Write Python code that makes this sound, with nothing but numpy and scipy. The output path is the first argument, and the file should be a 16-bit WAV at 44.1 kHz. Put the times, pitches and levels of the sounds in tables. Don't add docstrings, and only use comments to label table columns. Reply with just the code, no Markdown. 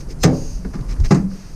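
import sys
import numpy as np
from scipy import signal
from scipy.fft import rfft, irfft
from scipy.io import wavfile

SR = 44100
rng = np.random.default_rng(int(sys.argv[2]) if len(sys.argv) > 2 else 0)


def int16_out(signal):
    q = np.round(np.clip(np.atleast_2d(signal).T, -1, 1) * 32767)
    wavfile.write(sys.argv[1], SR, q.astype(np.int16))


N = 68355
T = np.arange(N) / SR
TOP_HZ = 15000


# peak_s, width_s, pitch_hz, level_db
PUFFS = [(0.102, 0.016, 38.4, -28), (0.223, 0.01, 45, -17), (0.565, 0.015, 35.8, -15),
         (0.674, 0.028, 47, -23), (0.817, 0.015, 37.4, -23.5), (0.924, 0.082, 42.2, -20),
         (1.009, 0.016, 71.3, -8), (1.033, 0.021, 33, -6.5), (1.037, 0.031, 118, -19),
         (1.076, 0.015, 23, -9)]
# freq_hz, octave_db
OUTDOORS = [(22, -27.5), (40, -36), (80, -40), (170, -37.5), (320, -46.5), (640, -53), (1300, -56),
            (2300, -61.5), (3300, -69), (6000, -61), (10500, -60), (14000, -72)]
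# time_s, relative_db
OUTDOORS_LEVEL = [(0, 0.5), (.4, 1.5), (.6, -0.5), (.95, 2), (1.25, 1), (1.42, -8.5), (1.55, -1.5)]
# freq_hz, octave_db
HISS = [(400, -17), (1000, -24), (2000, -24), (2600, -9), (3450, -17.5), (4200, -8), (4750, 1.5),
        (5400, -0.5), (6100, 1), (6600, 1), (7300, -16.5), (8800, -5.5), (11200, -20), (12400, -10),
        (15000, -26)]
# time_s, relative_db
HISS_LEVEL = [(0, -46), (.07, -60), (.112, -44), (.15, -62), (.18, -64), (.22, -42), (.31, -50.5),
              (.35, -43), (.55, -46.5), (.63, -54.5), (1.02, -55), (1.09, -44.5), (1.2, -52.5), (1.27, -63),
              (1.32, -48.5), (1.4, -49), (1.55, -52)]
WHISTLE_S, WHISTLE_LENGTH_S, WHISTLE_DB = 0.29, 0.31, -46
WHISTLE_HZ, WHISTLE_WIDTH_HZ, WHISTLE_GLIDE_HZ_PER_S = 6620, 560, -1000

# start_s, length_s, relative_db
SCRAPES = [(0.004, 0.014, -45), (0.092, 0.042, -44.5), (0.73, 0.043, -47.5), (0.807, 0.0089, -44.5),
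           (0.882, 0.064, -39.5), (1.039, 0.035, -32.5)]
# freq_hz, octave_db
SCRAPE_COLOUR = [(300, -2.5), (700, -4.5), (1300, -6.5), (2200, 1), (3300, -8.5), (5500, 5), (8000, -14),
                 (11000, -22), (14000, -17)]
SCRAPE_GRAINS_PER_S, SCRAPE_GRAIN_DB = 400, 3
SQUEAK_S, SQUEAK_LENGTH_S, SQUEAK_HZ, SQUEAK_WIDTH_HZ, SQUEAK_DB = 0.715, 0.28, 1127, 310, -51.5
SQUEAK_CATCH_PER_S, SQUEAK_CATCH_DB = 60, 5
RATTLE_PER_S, RATTLE_DB, RATTLE_SPREAD_DB, RATTLE_T60_S = 170, 15, 1, 0.017

# start_s, pitch_hz, level_db, t60_s
BUMPS = [(0.285, 255.9, -10, 0.3), (.585, 180, -25.5, 0.5), (.646, 189.3, -18, 0.15),
         (.646, 256.8, -27, 0.37), (0.644, 440, -29.5, 0.13), (0.743, 187.4, -20.5, 0.23),
         (.75, 409, -36, 0.21), (0.802, 124.4, -13, 0.12), (0.899, 113, -21.5, 0.12),
         (1.168, 255.7, -20.5, 0.16)]
BUMP_RISE_S = 0.0077
# start_s, relative_db
TICKS = [(0.647, 2), (0.736, 3), (.755, -4), (0.788, -5.5), (0.84, -20), (0.963, -5), (1.312, -7.5),
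         (1.343, -9.5)]
# freq_hz, octave_db, t60_s
TICK_RING = [(397.5, -34.5, 0.2), (780, -49, 0.071), (1530, -37.5, 0.051), (3200, -62, 0.048),
             (5340, -46, 0.15), (11000, -83, 0.046)]
# pitch_hz, level_db, t60_s
HANDLE_MODES = [(995, -43.5, 0.069), (1232, -44, 0.065), (1430, -45.5, 0.045), (1680, -45, 0.056),
                (2110, -50, 0.066)]
# start_s, length_s, level_db
SCUFFS = [(0.065, 0.073, -38)]
SCUFF_HZ, SCUFF_WIDTH_HZ = 372, 200
SWING_S, SWING_LENGTH_S, SWING_DB = 1.29, 0.26, -56.5
# freq_hz, octave_db
SWING_COLOUR = [(150, -2), (400, 4.5), (900, 0), (2000, 2.5), (3400, -6.5), (5000, 3), (12000, -17)]

# pitch_hz, level_db, t60_s
CATCH = [(4180, -25, 0.048), (5120, -22, 0.06), (5930, -30, 0.096), (6240, -19.5, 0.087),
         (6400, -29, 0.069), (6980, -32, 0.057), (7370, -27.5, 0.075), (8200, -36, 0.12),
         (8440, -37, 0.057)]
CATCH_DETUNE = 0.022
SWELL_IN_PEAK_S, SWELL_IN_DB, SWELL_IN_RISE_DB_PER_S, SWELL_IN_FALL_DB_PER_S = 0.2365, -8, 808, 2000
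SWELL_IN_WIDTH_HZ, SWELL_IN_PITCH_HZ, SWELL_IN_FAVOUR_DB = 170, 6130, 1

# start_s, relative_db
FIRST_CLACKS = [(.2322, -6.5), (0.2352, 1), (.2425, -8), (.251, -13.5)]
# freq_hz, octave_db, t60_s
FIRST_CRACK = [(290, -24.5, 0.037), (700, -21.5, 0.14), (2110, -18.5, 0.048), (2960, -15.5, 0.024),
               (5060, -20.5, 0.1), (7280, -11.5, 0.042), (10100, -35, 0.017), (13600, -18, 0.017)]
# start_s, relative_db, push_s, lowpass_hz
FIRST_BLOWS = [(0.2372, -1, 0.0044, 12100), (0.3146, -7, 0.0011, 454)]
# pitch_hz, level_db, t60_s
FIRST_PANEL = [(94.2, -14, 0.46), (133.8, -10, 0.72), (158.2, -7.5, 0.25), (172.6, -7.5, 0.42),
               (255, -15.5, 0.3), (316.3, -15.5, 0.25), (415, -21.5, 0.36), (437.5, -19, 0.43),
               (481, -21, 0.49), (553, -20.5, 0.41), (587.4, -32.5, 0.68), (626, -27, 0.34),
               (676, -35, 0.22), (779, -26, 0.46), (1203, -25.5, 0.22), (1500, -30.5, 0.26),
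               (1825, -17, 0.081), (2090, -11.5, 0.05), (2265, -30, 0.18)]
# freq_hz, octave_db, t60_s
FIRST_BODY = [(70, -34, 0.29), (141, -26, 0.49), (294, -17, 0.51), (540, -16, 0.36), (1130, -26.5, 0.35),
              (2190, -23.5, 0.16), (3200, -36.5, 0.24), (6030, -28.5, 0.27), (11000, -59, 0.21)]

# start_s, relative_db
LATCH_CLACKS = [(0.999, -13), (1.105, -9), (1.1097, 3), (1.1155, -0.5), (1.122, -6.5), (1.1445, -2),
                (1.151, -8), (1.173, -15), (1.2118, -24)]
# freq_hz, octave_db, t60_s
LATCH_CRACK = [(296, -22, 0.046), (780, -24, 0.042), (2020, -39, 0.047), (3230, -39, 0.05),
               (4870, -27.5, 0.079), (6960, -30, 0.11), (8700, -37, 0.048), (11000, -56, .08),
               (14000, -54, .08)]
# start_s, relative_db, push_s
SECOND_BLOWS = [(0.646, -30, 0.0017), (.739, -21, 0.0007), (.757, -28, 0.0055), (0.905, -29.5, 0.0029),
                (1.1066, 2, 0.0021), (1.142, -6, 0.0096), (1.172, -20, 0.0052)]
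# pitch_hz, level_db, t60_s
SECOND_PANEL = [(124.6, -13.5, 0.26), (149.3, -1.5, 0.23), (190.1, -6.5, 0.39), (266, -31, 0.1),
                (321.5, -16.5, 0.15), (379.4, -10, 0.13), (437, -29, 0.28), (707.6, -21, 0.11),
                (832.3, -20, 0.13), (1182, -22.5, 0.13), (1298, -34, 0.15), (1633, -46, 0.22),
                (1997, -28.5, 0.1)]
# freq_hz, octave_db, t60_s
SECOND_BODY = [(71, -24, 0.26), (152, -20.5, 0.72), (307, -16, 0.34), (560, -26.5, 0.32),
               (1180, -24.5, 0.21), (2400, -26, 0.16), (3250, -44, 0.12), (5900, -32, 0.15),
               (11000, -63, 0.19)]
# pitch_hz, level_db, t60_s
HUM = [(192.8, 8, 0.33), (178.2, 6.5, 0.29)]
HUM_S, HUM_RISE_S = 1.125, 0.12
FIRST_SWELL_S, SECOND_SWELL_S, SWELL_HZ = 0.0021, 0.0037, 151

# freq_hz, side_minus_mid_db
PORTS = [(400, -88), (5000, -64), (8000, -55), (10500, -21), (12500, -3.5), (15000, 0)]
PORT_PHASE_RAD = 1.65


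def amp(db):
    return 10 ** (np.asarray(db) / 20)


def along(table, hz, axis=1):
    rows = np.array(table, float)
    return np.interp(np.log(hz), np.log(rows[:, 0]), rows[:, axis])


def curve(table):
    time_s, level_db = np.array(table).T
    return amp(np.interp(T, time_s, level_db))


def noise(table):
    hz = np.maximum(np.fft.rfftfreq(N, 1 / SR), 1)
    per_octave = np.sqrt(SR / (2 * np.log(2) * hz))
    low_cut = np.sqrt(1 + (18 / hz) ** 8)
    gain = amp(along(table, hz)) * per_octave / low_cut
    return irfft(rfft(rng.standard_normal(N)) * gain, N)


def band(hz, width_hz):
    gain = np.exp(-2 * ((np.fft.rfftfreq(N, 1 / SR) - hz) / width_hz) ** 2)
    y = irfft(rfft(rng.standard_normal(N)) * gain, N)
    return y / y.std()


def arch(start_s, length_s):
    progress = np.clip((T - start_s) / length_s, 0, 1)
    return np.sqrt(np.abs(np.sin(np.pi * progress)))


def flicker(rate_per_s, db):
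    return amp(db * np.interp(T * rate_per_s, np.arange(N), rng.standard_normal(N)))


def fade(start_s, rise_s, t60_s):
    age_s = np.maximum(T - start_s, 0)
    rise = 1 - np.exp(-(age_s / rise_s) ** 2)
    return rise * np.exp(-np.log(1000) * age_s / t60_s)


def ring(modes, start_s, push_s, swell_s):
    out = np.zeros(N)
    for hz, db, t60_s in modes:
        envelope = fade(start_s, push_s + swell_s * SWELL_HZ / hz, t60_s)
        out += amp(db) * envelope * np.sin(2 * np.pi * hz * (T - start_s))
    return out


def dense(table, blows, swell_s):
    out = np.zeros(N)
    for hz in 62.5 * 2 ** (np.arange(25) / 3):
        if hz <= table[0][0] / 2:
            continue
        t60_s = along(table, hz, axis=2)
        power = np.zeros(N)
        for start_s, db, push_s in blows:
            power += (amp(db) * fade(start_s, push_s + swell_s * SWELL_HZ / hz, t60_s)) ** 2
        out += amp(along(table, hz)) * np.sqrt(power / 3) * band(hz, hz / 4)
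    return out


def air():
    puffs = np.zeros(N)
    for peak_s, width_s, hz, db in PUFFS:
        gust = np.exp(-((T - peak_s) / width_s) ** 2)
        puffs += amp(db) * gust * np.sin(2 * np.pi * hz * (T - peak_s))
    glide = np.exp(2j * np.pi * np.cumsum(WHISTLE_GLIDE_HZ_PER_S * (T - WHISTLE_S)) / SR)
    tone = np.real(signal.hilbert(band(WHISTLE_HZ, WHISTLE_WIDTH_HZ)) * glide)
    whistle = amp(WHISTLE_DB) * arch(WHISTLE_S, WHISTLE_LENGTH_S) * tone
    rumble = noise(OUTDOORS) * curve(OUTDOORS_LEVEL)
    hiss = noise(HISS) * curve(HISS_LEVEL)
    return puffs + rumble + hiss + whistle


def scrape_swells():
    return sum(amp(db) * arch(start_s, length_s) for start_s, length_s, db in SCRAPES)


def handle():
    scrapes = noise(SCRAPE_COLOUR) * scrape_swells() / 2
    squeak = amp(SQUEAK_DB) * arch(SQUEAK_S, SQUEAK_LENGTH_S) * band(SQUEAK_HZ, SQUEAK_WIDTH_HZ)
    grainy_scrapes = scrapes * flicker(SCRAPE_GRAINS_PER_S, SCRAPE_GRAIN_DB)
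    return grainy_scrapes + squeak * flicker(SQUEAK_CATCH_PER_S, SQUEAK_CATCH_DB)


def rattle():
    chance, size, sign = rng.random(N), rng.standard_normal(N), rng.choice([-1, 1], N)
    strength = amp(RATTLE_DB + RATTLE_SPREAD_DB * size) * scrape_swells()
    ticks = (chance < RATTLE_PER_S / SR) * sign * strength
    short_modes = [(hz, db, RATTLE_T60_S) for hz, db, _ in CATCH]
    return signal.fftconvolve(ticks, ring(short_modes, 0, 1 / SR, 0))[:N]


def small_sounds(contact_s=0.0012):
    bumps = sum(ring([(hz, db, t60_s)], start_s, BUMP_RISE_S, 0) for start_s, hz, db, t60_s in BUMPS)
    ticks = dense(TICK_RING, [(start_s, db, contact_s) for start_s, db in TICKS], 0)
    for start_s, db in TICKS:
        ticks += amp(db) * ring(HANDLE_MODES, start_s, contact_s, 0)
    scuff_swells = sum(amp(db) * arch(start_s, length_s) for start_s, length_s, db in SCUFFS)
    scuffs = band(SCUFF_HZ, SCUFF_WIDTH_HZ) * scuff_swells
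    rustle = amp(SWING_DB) * arch(SWING_S, SWING_LENGTH_S) * noise(SWING_COLOUR)
    return bumps + ticks + scuffs + rustle


def onset_swell():
    rise_db = SWELL_IN_RISE_DB_PER_S * (T - SWELL_IN_PEAK_S)
    fall_db = SWELL_IN_FALL_DB_PER_S * (SWELL_IN_PEAK_S - T)
    bands = np.zeros(N)
    for hz, db, _ in CATCH:
        distance = (hz - SWELL_IN_PITCH_HZ) / (2 * SWELL_IN_WIDTH_HZ)
        favour_db = SWELL_IN_FAVOUR_DB * np.exp(-distance ** 2)
        bands += amp(db + favour_db) * band(hz, SWELL_IN_WIDTH_HZ)
    return amp(SWELL_IN_DB + np.minimum(rise_db, fall_db)) * bands


def first_door(contact_s=0.0009, catch_s=0.0042):
    out = dense(FIRST_CRACK, [(start_s, db, contact_s) for start_s, db in FIRST_CLACKS], 0)
    grips = rng.uniform(-0.94, 1, (len(FIRST_CLACKS), len(CATCH)))
    for (start_s, db), grip in zip(FIRST_CLACKS, grips):
        gripped = []
        for (hz, level_db, t60_s), g in zip(CATCH, grip):
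            gripped.append((hz * (1 + CATCH_DETUNE * g), level_db, t60_s))
        out += amp(db) * ring(gripped, start_s, catch_s, 0)
    for start_s, db, push_s, lowpass_hz in FIRST_BLOWS:
        boom = dense(FIRST_BODY, [(start_s, 0, push_s)], FIRST_SWELL_S)
        for k, mode in enumerate(FIRST_PANEL):
            boom += (-1) ** k * ring([mode], start_s, push_s, FIRST_SWELL_S)
        lowpass = signal.butter(2, lowpass_hz, fs=SR, output="sos")
        out += amp(db) * signal.sosfilt(lowpass, boom)
    return out


def second_door(contact_s=0.00082):
    clacks = dense(LATCH_CRACK, [(start_s, db, contact_s) for start_s, db in LATCH_CLACKS], 0)
    panel = np.zeros(N)
    for start_s, db, push_s in SECOND_BLOWS:
        panel += amp(db) * ring(SECOND_PANEL, start_s, push_s, SECOND_SWELL_S)
    hum = ring(HUM, HUM_S, HUM_RISE_S, 0)
    return clacks + panel + hum + dense(SECOND_BODY, SECOND_BLOWS, SECOND_SWELL_S)


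def scene():
    doors = onset_swell() + first_door() + second_door()
    mid = doors + handle() + rattle() + small_sounds() + air()
    hz = np.maximum(np.fft.rfftfreq(N, 1 / SR), 1)
    side = irfft(rfft(mid) * amp(along(PORTS, hz)) * np.exp(1j * PORT_PHASE_RAD), N)
    return np.array([mid + side, mid - side])


def record(dry):
    rounded = dry / (1 + np.abs(dry) ** 6) ** (1 / 6)
    top_cut = signal.ellip(8, 0.2, 80, TOP_HZ, fs=SR, output="sos")
    return signal.sosfilt(top_cut, rounded)


dry = scene()
out = record(dry)
int16_out(out)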